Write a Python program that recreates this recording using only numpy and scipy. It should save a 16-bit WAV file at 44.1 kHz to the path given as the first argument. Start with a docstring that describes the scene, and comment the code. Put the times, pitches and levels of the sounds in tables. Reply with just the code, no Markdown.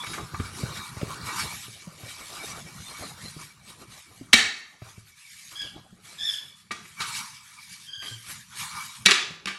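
"""Bristles hiss over a wooden floor amid quick taps, as a raccoon drags a small broom through a bare room.
The rubbed stick hums in its bending modes: noise through resonances, swelling with each stroke.
Now and then tufts whistle in narrow noise bands and squeak in gliding, hoarse overtones.
Paws and broom head thump the boards as decaying sines with a dull puff; the stick slaps the floor hard
a few times, each blow a noise burst that rings the stick and then the room."""
import sys
import numpy as np
from scipy import signal
from scipy.fft import rfft, irfft, next_fast_len
from scipy.io import wavfile
from scipy.ndimage import uniform_filter1d, map_coordinates

SR = 44100
rng = np.random.default_rng(int(sys.argv[2]) if len(sys.argv) > 2 else 0)


def store_pcm(level_fs):
    """Save levels as 16-bit WAV."""
    pcm = np.round(np.clip(level_fs, -1, 1) * 32767).astype(np.int16)
    wavfile.write(sys.argv[1], SR, np.atleast_2d(pcm).T)


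def boost(x):
    """Linear amplitude factor 10**(x/20) for a level x in decibels (scalar or array-like)."""
    u = np.asarray(x, float) / 20
    return 10 ** u


N = 422478  # length in samples


def unit(x):
    """Scales a signal to rms 1."""
    return x / np.sqrt(np.mean(x ** 2) + 1e-20)


def along(points, hz):
    """Reads (Hz, value) points on a log frequency axis."""
    f, v = np.transpose(points)
    return np.interp(np.log(hz + 1), np.log(f + 1), v)


def curve(points):
    """Draws straight lines through (seconds, value) points, one value per sample."""
    s, value = np.transpose(points)
    return np.interp(np.arange(N) / SR, s, value)


def wobble(rate):
    """A smooth random curve with rate knots a second."""
    knots = rng.standard_normal(int(N * rate / SR) + 4)
    return map_coordinates(knots, [np.arange(N) * rate / SR])


def filtered(x, response):
    """Multiplies the spectrum of x by a complex response of frequency."""
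    m = next_fast_len(len(x) + 8192)
    return irfft(rfft(x, m) * response(np.fft.rfftfreq(m, 1 / SR)), m)[:len(x)]


def coloured(x, spectrum):
    """Shapes x by (Hz, dB) points and scales it to rms 1."""
    return unit(filtered(x, lambda hz: boost(along(spectrum, hz))))


def mode(hz, centre, width, db):
    """The response of one damped resonance."""
    return boost(db) * 1j * hz * width / (centre ** 2 - hz ** 2 + 1j * hz * width)


# Bending modes of the broomstick. Each row: centre in Hz, width in Hz before damping, relative level in dB.
STICK_MODES = [(1195, 30, -1), (1900, 45, -4), (2290, 45, 2), (2780, 40, -6), (3820, 55, -1),
               (4120, 80, -3), (4590, 45, -4), (5600, 60, -5), (7100, 70, -12)]


def stick(hz, damping=1, favour_db=np.zeros(len(STICK_MODES))):
    """The stick's bending modes summed with alternating sign; damping widens them all."""
    total = 0
    for k, (centre, width, db) in enumerate(STICK_MODES):
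        total = total + (-1) ** k * mode(hz, centre, width * damping, db + favour_db[k])
    return total


def friction(grain_db, jerk_db, patchy_db):
    """Rubbing noise: uneven from grain to grain of the wood, jerky, in patches of pitch and time."""
    z = signal.stft(rng.standard_normal(N), nperseg=256)[2]
    field = uniform_filter1d(rng.standard_normal(z.shape), size=2, axis=0)
    field = uniform_filter1d(field, size=16, axis=1)
    rub = signal.istft(z * boost(patchy_db * unit(field)), nperseg=256)[1][:N]
    return rub * boost(grain_db * wobble(300) + jerk_db * wobble(22))


# Broom strokes. Each row: fastest moment in seconds, build-up in seconds, die-away in seconds,
# bristle hiss in dB, weight on the stick in dB.
BROOM_STROKES = [ (.14, 0.9, 0.23, -43, 1), (.76, 1, 0.34, -42.5, 4), (1.1, 0.46, 0.35, -46.5, 5.5),
                 (1.3, 0.21, 0.18, -41.5, 7.5), (1.41, 0.14, 0.17, -32.5, -2.5),
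                 (1.6, 0.82, 0.51, -42, -8.5), (2.1, 0.14, 0.2, -43, -7), (2.21, 0.1, 0.096, -41.5, -8),
                 (2.5, 0.68, 0.32, -41.5, -1.5), (2.77, 0.46, 1, -46, -3.5), (3.045, 0.33, 0.2, -44, 4),
                 (3.27, 0.27, 0.18, -45.5, -1.5), (3.42, 0.093, 0.15, -45.5, 0.5),
                 (3.701, 0.085, 0.073, -44, -2.5), (3.82, 0.074, 0.064, -48, 1),
                 (3.93, 0.098, 0.22, -46.5, -4.5), (4.15, 0.75, 0.94, -58.5, 1.5),
                 (4.85, .06, 0.22, -55, 3.5), (5.4, 0.66, 0.32, -48.5, -23), (5.52, 0.021, 0.48, -52, 2.5),
                 (5.621, 0.31, 0.17, -48.5, -20), (6.054, 0.039, 0.56, -46, -9),
                 (6.3, 0.22, 0.3, -43, -7.5), (6.86, 0.13, 0.94, -50.5, -29.5),
                 (7.016, 0.039, 0.24, -36, 3.5), (7.17, 0.14, 0.18, -34.5, -3.5),
                 (7.5, 0.42, 0.4, -51.5, -1.5), (7.78, 0.49, 0.22, -46, -13),
                 (8.05, 0.054, 0.24, -42.5, -8.5), (8.306, 0.078, 0.13, -37, -8),
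                 (8.64, 0.14, 0.11, -34.5, -1), (8.77, 0.1, 0.23, -40, 3.5), (8.85, 0.16, 0.43, -45.5, -3)]
SWELL_DB = 20  # sets how far a stroke grows over its build-up and sinks over its die-away
ROUND_TOP = 0.066  # share of the swell over which the fastest moment is held
REST_DB = -66  # faint rustle between strokes


def strokes(grows):
    """Summed strength of all strokes for a body that gains grows dB per dB of weight."""
    t = np.arange(0, N / SR + .01, .002)
    s, rise, fall, db, weight_db = np.transpose(BROOM_STROKES)[..., None]
    away = np.where(t < s, (s - t) / np.maximum(rise, .02), (t - s) / np.maximum(fall, .02))
    drop_db = SWELL_DB * (np.hypot(away, ROUND_TOP) - ROUND_TOP)
    power = (boost(db + grows * weight_db - drop_db) ** 2).sum(axis=0) + boost(REST_DB) ** 2
    return np.interp(np.arange(N) / SR, t, np.sqrt(power))


# Colour of the bristle hiss. Each row: frequency in Hz, relative level in dB per Hz.
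BRISTLE_COLOUR = [(1000, -45.5), (1700, -6.5), (2270, -7), (3030, -8), (3750, -6), (11500, -10.5),
                  (12400, -19), (13000, -90)]
# Colour of the hollow mid-range. Each row: frequency in Hz, relative level in dB per Hz.
HOLLOW_COLOUR = [(220, -1), (320, 3), (500, -3), (850, -1.5), (1100, -63)]
# The hollow mid-range comes and goes. Each row: time in seconds, gain in dB.
HOLLOW_GAIN = [(0, -3.5), (1.3, -2), (2.3, 3), (3.0, -3), (4.9, 1), (5.15, -14.5), (5.7, 4.5), (6.3, 0),
               (7.0, -17.5), (7.4, -26), (8.1, 2.5), (8.35, -11), (8.6, -18.5), (8.9, -25), (9.25, 15),
               (9.58, 9)]
# Colour of the rumbling boards. Each row: frequency in Hz, relative level in dB per Hz.
BOARD_COLOUR = [(15, -42.5), (25, -20), (80, 0), (140, 4.5), (192, 0.5), (221, -2), (270, -16.5),
                (350, -33.5), (590, -120)]
# Paws shuffling and leaning on the boards. Each row: time in seconds, load in dB.
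PAW_LOAD = [(0, -46), (.8, -50), (1.15, -50.5), (1.4, -36.5), (1.6, -55), (2.12, -58), (2.6, -49.5),
            (3.44, -53.5), (3.92, -63), (4.3, -56.5), (4.94, -68), (5.3, -69), (5.7, -55), (6.6, -62),
            (6.93, -54), (7.05, -45), (7.4, -61), (8.5, -56.5), (8.65, -50.5), (9.58, -63)]
# how each body follows a stroke: level over the hiss in dB, dB gained per dB of weight
UPPER_DB, UPPER_GROWS = -7.5, 0.95
LOWEST_DB, LOWEST_GROWS = -4.5, 1.13
HOLLOW_DB, HOLLOW_GROWS = -5.5, 1
SING_DB, SING_GROWS = -17, -0.23
SING_HZ, SING_WIDTH_HZ = 2285, 39  # the stick's liveliest mode sings even under a light stroke
MODE_FLICKER_DB = 3.5  # each mode of the rubbed stick swells and fades on its own


def sweep():
    """Bristles hiss on the floor and shake the stick and boards, while paws make the boards rumble."""
    def above(hz):
        return 1 / (1 + (1550 / (hz + 1)) ** 12)

    def under(hz):
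        return (1 - above(hz)) / (1 + (880 / (hz + 1)) ** 16)

    rub = friction(grain_db=-0.5, jerk_db=2.0, patchy_db=4.5)
    bristle_rub = friction(grain_db=1.0, jerk_db=2.0, patchy_db=3.5)
    hiss = strokes(0) * coloured(bristle_rub, BRISTLE_COLOUR)

    modes = np.zeros(N)
    for row in STICK_MODES:
        modes += boost(MODE_FLICKER_DB * wobble(12)) * filtered(rub, lambda hz: mode(hz, *row))
    upper = boost(UPPER_DB) * strokes(UPPER_GROWS) * unit(filtered(modes, above))
    low_rub = unit(filtered(rub, lambda hz: under(hz) * (1.1 + stick(hz))))
    lowest = boost(LOWEST_DB) * strokes(LOWEST_GROWS) * low_rub
    sung = unit(filtered(rub, lambda hz: mode(hz, SING_HZ, SING_WIDTH_HZ, 0)))
    sing = boost(SING_DB + 1.5 * wobble(3.5)) * strokes(SING_GROWS) * sung

    hollow_rub = coloured(friction(grain_db=1.0, jerk_db=4.5, patchy_db=5.5), HOLLOW_COLOUR)
    hollow = boost(HOLLOW_DB + curve(HOLLOW_GAIN)) * strokes(HOLLOW_GROWS) * hollow_rub
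    board_rub = friction(grain_db=0.5, jerk_db=3.0, patchy_db=3.5)
    rumble = boost(curve(PAW_LOAD)) * coloured(board_rub, BOARD_COLOUR)
    return hiss + upper + lowest + hollow + sing + rumble


# A tuft of bristles catches and whistles briefly; the last row is the stick's liveliest mode flaring up. Each
# row: loudest moment in seconds, level in dB, pitch in Hz.
TUFT_WHISTLES = [(.008, -35.5, 3440), (2.445, -45.5, 3730), (2.51, -45, 5850), (2.87, -46, 3580),
                 (2.895, -48, 4180), (3.04, -47, 4150), (3.09, -51, 3880), (3.27, -43, 4110),
                 (5.269, -52.5, 2260)]
TUFT_S, TUFT_WIDTH_HZ = 0.027, 140  # time from the loudest moment to 1/e; width of one resonance pass


def tufts():
    """Short swells of rubbing noise, passed twice through one narrow resonance."""
    out, t, rub = np.zeros(N), np.arange(N) / SR, rng.standard_normal(N)
    for s, db, centre in TUFT_WHISTLES:
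        whistle = unit(filtered(rub, lambda hz: mode(hz, centre, TUFT_WIDTH_HZ, 0) ** 2))
        out += boost(db) * np.exp(-((t - s) / TUFT_S) ** 2) * whistle
    return out


# How long the bare room rings. Each row: frequency in Hz, time to fall 60 dB in seconds before scatter.
ROOM_DECAY = [(150, 0.42), (1000, 0.6), (3000, 0.5), (6000, 0.52), (12000, 0.27)]
ROOM_UNEVEN_DB, ROOM_UNEVEN_T60 = 2.5, .08  # scatter of neighbouring bands in dB and in log decay time


def room(x, builds_s=0.001):
    """A fresh noise tail of echoes; each frequency has its own strength and dies at its own speed."""
    hz, t, z = signal.stft(rng.standard_normal(int(.8 * SR)), SR, nperseg=512)
    strong, long = rng.standard_normal((2, len(hz), 1))
    t60 = along(ROOM_DECAY, hz)[:, None] * np.exp(ROOM_UNEVEN_T60 * long)
    tail = signal.istft(z * boost(ROOM_UNEVEN_DB * strong - 60 * t / t60), SR, nperseg=512)[1]
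    tail = tail * (1 - np.exp(-np.arange(len(tail)) / SR / builds_s))
    return signal.fftconvolve(x, tail / np.linalg.norm(tail))


# The stick taps or strikes the floor. Each row: start in seconds, dry peak level in dB, brightness in dB,
# contact in seconds (its decay falls 20 dB in that time), relative ring in dB.
STICK_BLOWS = [ (0.031, -31, -20, 0.026, -2), (.064, -25.5, -5, 0.019, 2), (0.13, -26, -5.5, 0.048, -7),
               (0.178, -25, -29, 0.033, -5), (0.343, -23, -17.5, 0.016, 6), (.394, -26, -12, 0.024, -1),
               (1.013, -31, -3, 0.011, -16), (4.3279, -14.5, 6, 0.014, -10), (4.331, 2, 1, 0.0084, -1),
               (4.3359, 3.5, 0.5, 0.013, 5.5), (4.816, -43.5, -11, 0.015, -9.5),
               (5.616, -31.5, 7, 0.0094, -8), (6.707, -21.5, -11.5, 0.025, 13.5),
               (6.713, -25, 11, 0.024, -5), (6.852, -40, -8, 0.016, -13), (7.002, -18.5, 1, 0.022, 10.5),
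               (7.014, -23, 6, 0.029, 6), (7.149, -23, 5, 0.025, 30), (8.021, -31.5, -5.5, 0.028, -7),
               (9.054, -17, 3, 0.011, -10), (9.0592, 2, 5.5, 0.0056, 9.5), (9.064, -4, -2.5, 0.0077, 10),
               (9.067, -7, -1, 0.0028, 3), (9.082, -10, -6.5, 0.04, -17), (9.11, 0, 3.5, 0.002, 12),
               (9.115, -4, -2.5, 0.01, 4), (9.457, -18, -1, 0.0053, -12), (9.468, -19.5, -3.5, 0.042, -1), ]
# Colour of the crack of a blow. Each row: frequency in Hz, relative level in dB per Hz.
CRACK_COLOUR = [(150, -61), (250, -6), (400, 3), (510, -11), (1550, 5.5), (1880, 9), (2570, 9.5), (3910, 6),
                (10500, -8.5), (15000, -34.5), (16500, -56)]
# early taps land close by, with both paws on the stick: wider modes, less room, a duller liveliest mode
GRIPPED_UNTIL_S, GRIP_DAMPING, GRIP_ROOM_DB, GRIP_MUTES_DB = 1.5, 3.0, -6, -1
FREE_DAMPING, FREE_RING_DB = 0.41, 6.5  # the struck stick bounces free: narrower modes, louder ring
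SLAP_DB, SLAP_CHOKES_DB = -15, -13  # a blow above this lands flat and chokes the lowest mode
MODE_SCATTER_DB = 2  # where a blow lands favours some modes
ROOM_BUILDS_S = 0.012  # the echoes of a blow thicken over this time


def knocks():
    """Each blow is a short rattling contact: a crack, the stick's ring, then the room."""
    out, t = np.zeros(N + 2 * SR), np.arange(SR // 2) / SR
    for s, db, bright_db, contact, ring_db in STICK_BLOWS:
        def tilt(hz):  # harder contact, more treble
            return boost(bright_db * np.clip(np.log2((hz + 1) / 2500), -1, 1))

        rattle = rng.standard_normal(len(t))
        burst = rattle * boost(-20 * t / contact) * (1 - np.exp(-5 * t / contact))
        push = np.exp(-((t - .002) / .00004) ** 2)  # the first touch sets every mode ringing
        push = push * np.linalg.norm(burst) / np.linalg.norm(push)

        gripped = s < GRIPPED_UNTIL_S
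        favour_db = MODE_SCATTER_DB * rng.standard_normal(len(STICK_MODES))
        favour_db[0] += SLAP_CHOKES_DB * (db > SLAP_DB)
        favour_db[2] += GRIP_MUTES_DB * gripped
        if gripped:
            drive, damping, ring_gain = burst, GRIP_DAMPING, boost(ring_db)
        else:
            drive, damping, ring_gain = push, FREE_DAMPING, boost(ring_db + FREE_RING_DB)
        ring = filtered(drive, lambda hz: tilt(hz) * ring_gain * stick(hz, damping, favour_db))

        crack = filtered(burst, lambda hz: tilt(hz) * boost(along(CRACK_COLOUR, hz)))
        clatter = filtered(burst, lambda hz: tilt(hz) * boost(6) * stick(hz, 1.1, favour_db))
        blow = crack + clatter
        size = boost(db) / np.abs(blow + ring).max()
        start = round(s * SR)
        out[start:][:len(t)] += size * (blow + ring)
        wet = room(blow + boost(-9) * ring, ROOM_BUILDS_S)
        wet = size * boost(-6.0 + gripped * GRIP_ROOM_DB) * wet
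        out[start + 300:][:len(wet)] += wet  # the echoes start 300 samples later
    return out[:N]


# Paws and broom head on the boards. Each row: start in seconds, level in dB, pitch in Hz,
# time for the swing to fall 60 dB in seconds.
BOARD_THUMPS = [(0.334, -27, 87.5, 0.1), (0.398, -16, 89, 0.083), (0.632, -12.5, 124, 0.045),
                (0.966, -22.5, 91, 0.056), (1.012, -21, 570, 0.036), (1.026, -10, 144, 0.039),
                (1.026, -23.5, 417, 0.052), (1.679, -33, 122, 0.089), (1.87, -25.5, 168, 0.073),
                (2.032, -28, 117, 0.069), (3.36, -30, 153, 0.12), (4.21, -26, 258, 0.046),
                (4.337, -14.5, 233, 0.1), (4.817, -18.5, 103.7, 0.041), (4.975, -35.5, 107, 0.098),
                (5.926, -37, 176, 0.071), (6.712, -36.5, 221, 0.097), (8.108, -36.5, 114.7, 0.31),
                (9.058, -18.5, 194, 0.1), (9.304, -30, 159, 0.077), (9.455, -34, 194, 0.2)]


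def thumps():
    """A soft push sets one board mode swinging, with a dull puff; the room answers."""
    out, t = np.zeros(N + SR), np.arange(SR // 3) / SR
    puff_colour = [(80, -2.0), (200, -0.5), (700, -15.5), (1100, -48.0)]  # (Hz, dB)
    for s, db, hz, t60 in BOARD_THUMPS:
        puff = 0.73 * boost(-60 * t / 0.088) * coloured(rng.standard_normal(len(t)), puff_colour)
        swing = (np.sin(2 * np.pi * hz * t) + puff) * boost(-60 * t / t60)
        soft_push = (1 - np.exp(-t / 0.0029)) ** 2
        out[round(s * SR):][:len(t)] += boost(db) * swing * soft_push
    return out[:N] + boost(-8) * room(out)[:N]


# Bristle tips stick and slip. Each row: start in seconds, length in seconds, level in dB,
# top slip rate in Hz, sag after the peak in Hz.
BRISTLE_SQUEAKS = [(5.558, 0.14, -41.5, 1672, 219.5), (6.19, 0.2, -35.5, 1780, 278.6),
                   (7.871, 0.29, -43.5, 1607, 69.9)]
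# Overtones of a squeak. Each row: multiple of the slip rate, relative level in dB.
SQUEAK_OVERTONES = [(1, -17), (2, -5), (3, -13.5), (4, -23.5)]
# One tuft nearly holds its rate, one slackens. Each row: share of the sag, relative level in dB.
SQUEAKING_TUFTS = [(.25, 0), (1, -3)]
SQUEAK_PEAKS, SLIDE_UP = .33, .3  # share of the length at the peak; share of the sag climbed before it
SQUEAK_RISE_DB, SQUEAK_FADE_DB_PER_S = 11.5, 328  # swell to the peak; extra fade past the length
SLIP_JITTER, JITTER_PER_SAG = 0.0153, 0.33  # the further below its top, the rougher the squeak


def squeaks():
    """Stick-slip of two tufts: a hoarse tone slides up, swells and splits; rates jitter, overtones flutter."""
    out = np.zeros(N)
    for s, length, db, hz, sag_hz in BRISTLE_SQUEAKS:
        t = np.arange(N) / SR - s
        side = np.where(t < SQUEAK_PEAKS * length, SQUEAK_PEAKS, 1 - SQUEAK_PEAKS)
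        past_peak = np.clip((t / length - SQUEAK_PEAKS) / side, -1, 1)
        swell_db = -SQUEAK_RISE_DB * past_peak ** 2 - SQUEAK_FADE_DB_PER_S * np.maximum(t - length, 0)
        on = np.clip(t / 0.012 + 0.87, 0, 1)
        for share, tuft_db in SQUEAKING_TUFTS:
            slip = hz - share * sag_hz * np.where(past_peak > 0, 1, SLIDE_UP) * np.abs(past_peak)
            jitter = (SLIP_JITTER + JITTER_PER_SAG * (1 - slip / hz)) * wobble(400)
            phase = 2 * np.pi * np.cumsum(slip * (1 + jitter)) / SR
            tone = np.zeros(N)
            for k, level in SQUEAK_OVERTONES:
                tone += boost(level) * (3 + 2.07 * wobble(260)) * np.sin(k * phase)
            out += on * boost(db + tuft_db + swell_db + 1.6 * wobble(90)) * tone
    return out + boost(-7) * room(out)[:N]


def scene():
    """All sources at one microphone."""
    return (sweep() + tufts() + knocks() + thumps() + squeaks())[None]


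# Bands below this level are turned down. Each row: frequency in Hz, threshold in dB per bin.
SUPPRESSOR_GATE = [(150, -110), (260, -98.5), (800, -96.5), (2000, -93), (3000, -110)]


def suppressed(x):
    """A noise suppressor: bands whose short-time level sinks under the gate drop by up to 12.5 dB."""
    hz, _, z = signal.stft(x, SR, nperseg=1024)
    power = uniform_filter1d(np.abs(z) ** 2, size=5, axis=-2)
    power = uniform_filter1d(power, size=3, axis=-1)
    gate = boost(along(SUPPRESSOR_GATE, hz))[:, None] ** 2
    gain = np.maximum(power ** 3 / (power ** 3 + gate ** 3), boost(-12.5))
    return signal.istft(z * gain, SR, nperseg=1024)[1][..., :N]


def top_cut(x):
    """Nothing passes above the cut-off."""
    return signal.sosfilt(signal.butter(12, 16460, fs=SR, output="sos"), x)


def record(dry):
    """The microphone drops deep bass, a suppressor dims faint bands, the loudest blows are rounded off below
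    full scale."""
    bass_cut_hz = 31.3
    thinned = filtered(dry[0], lambda hz: (1j * hz / (bass_cut_hz + 1j * hz)) ** 2)
    quiet = suppressed(thinned[None])
    clipped = quiet / (1 + np.abs(quiet) ** 8) ** (1 / 8)  # a rounded knee
    return top_cut(clipped)


dry = scene()
out = record(dry)
store_pcm(out)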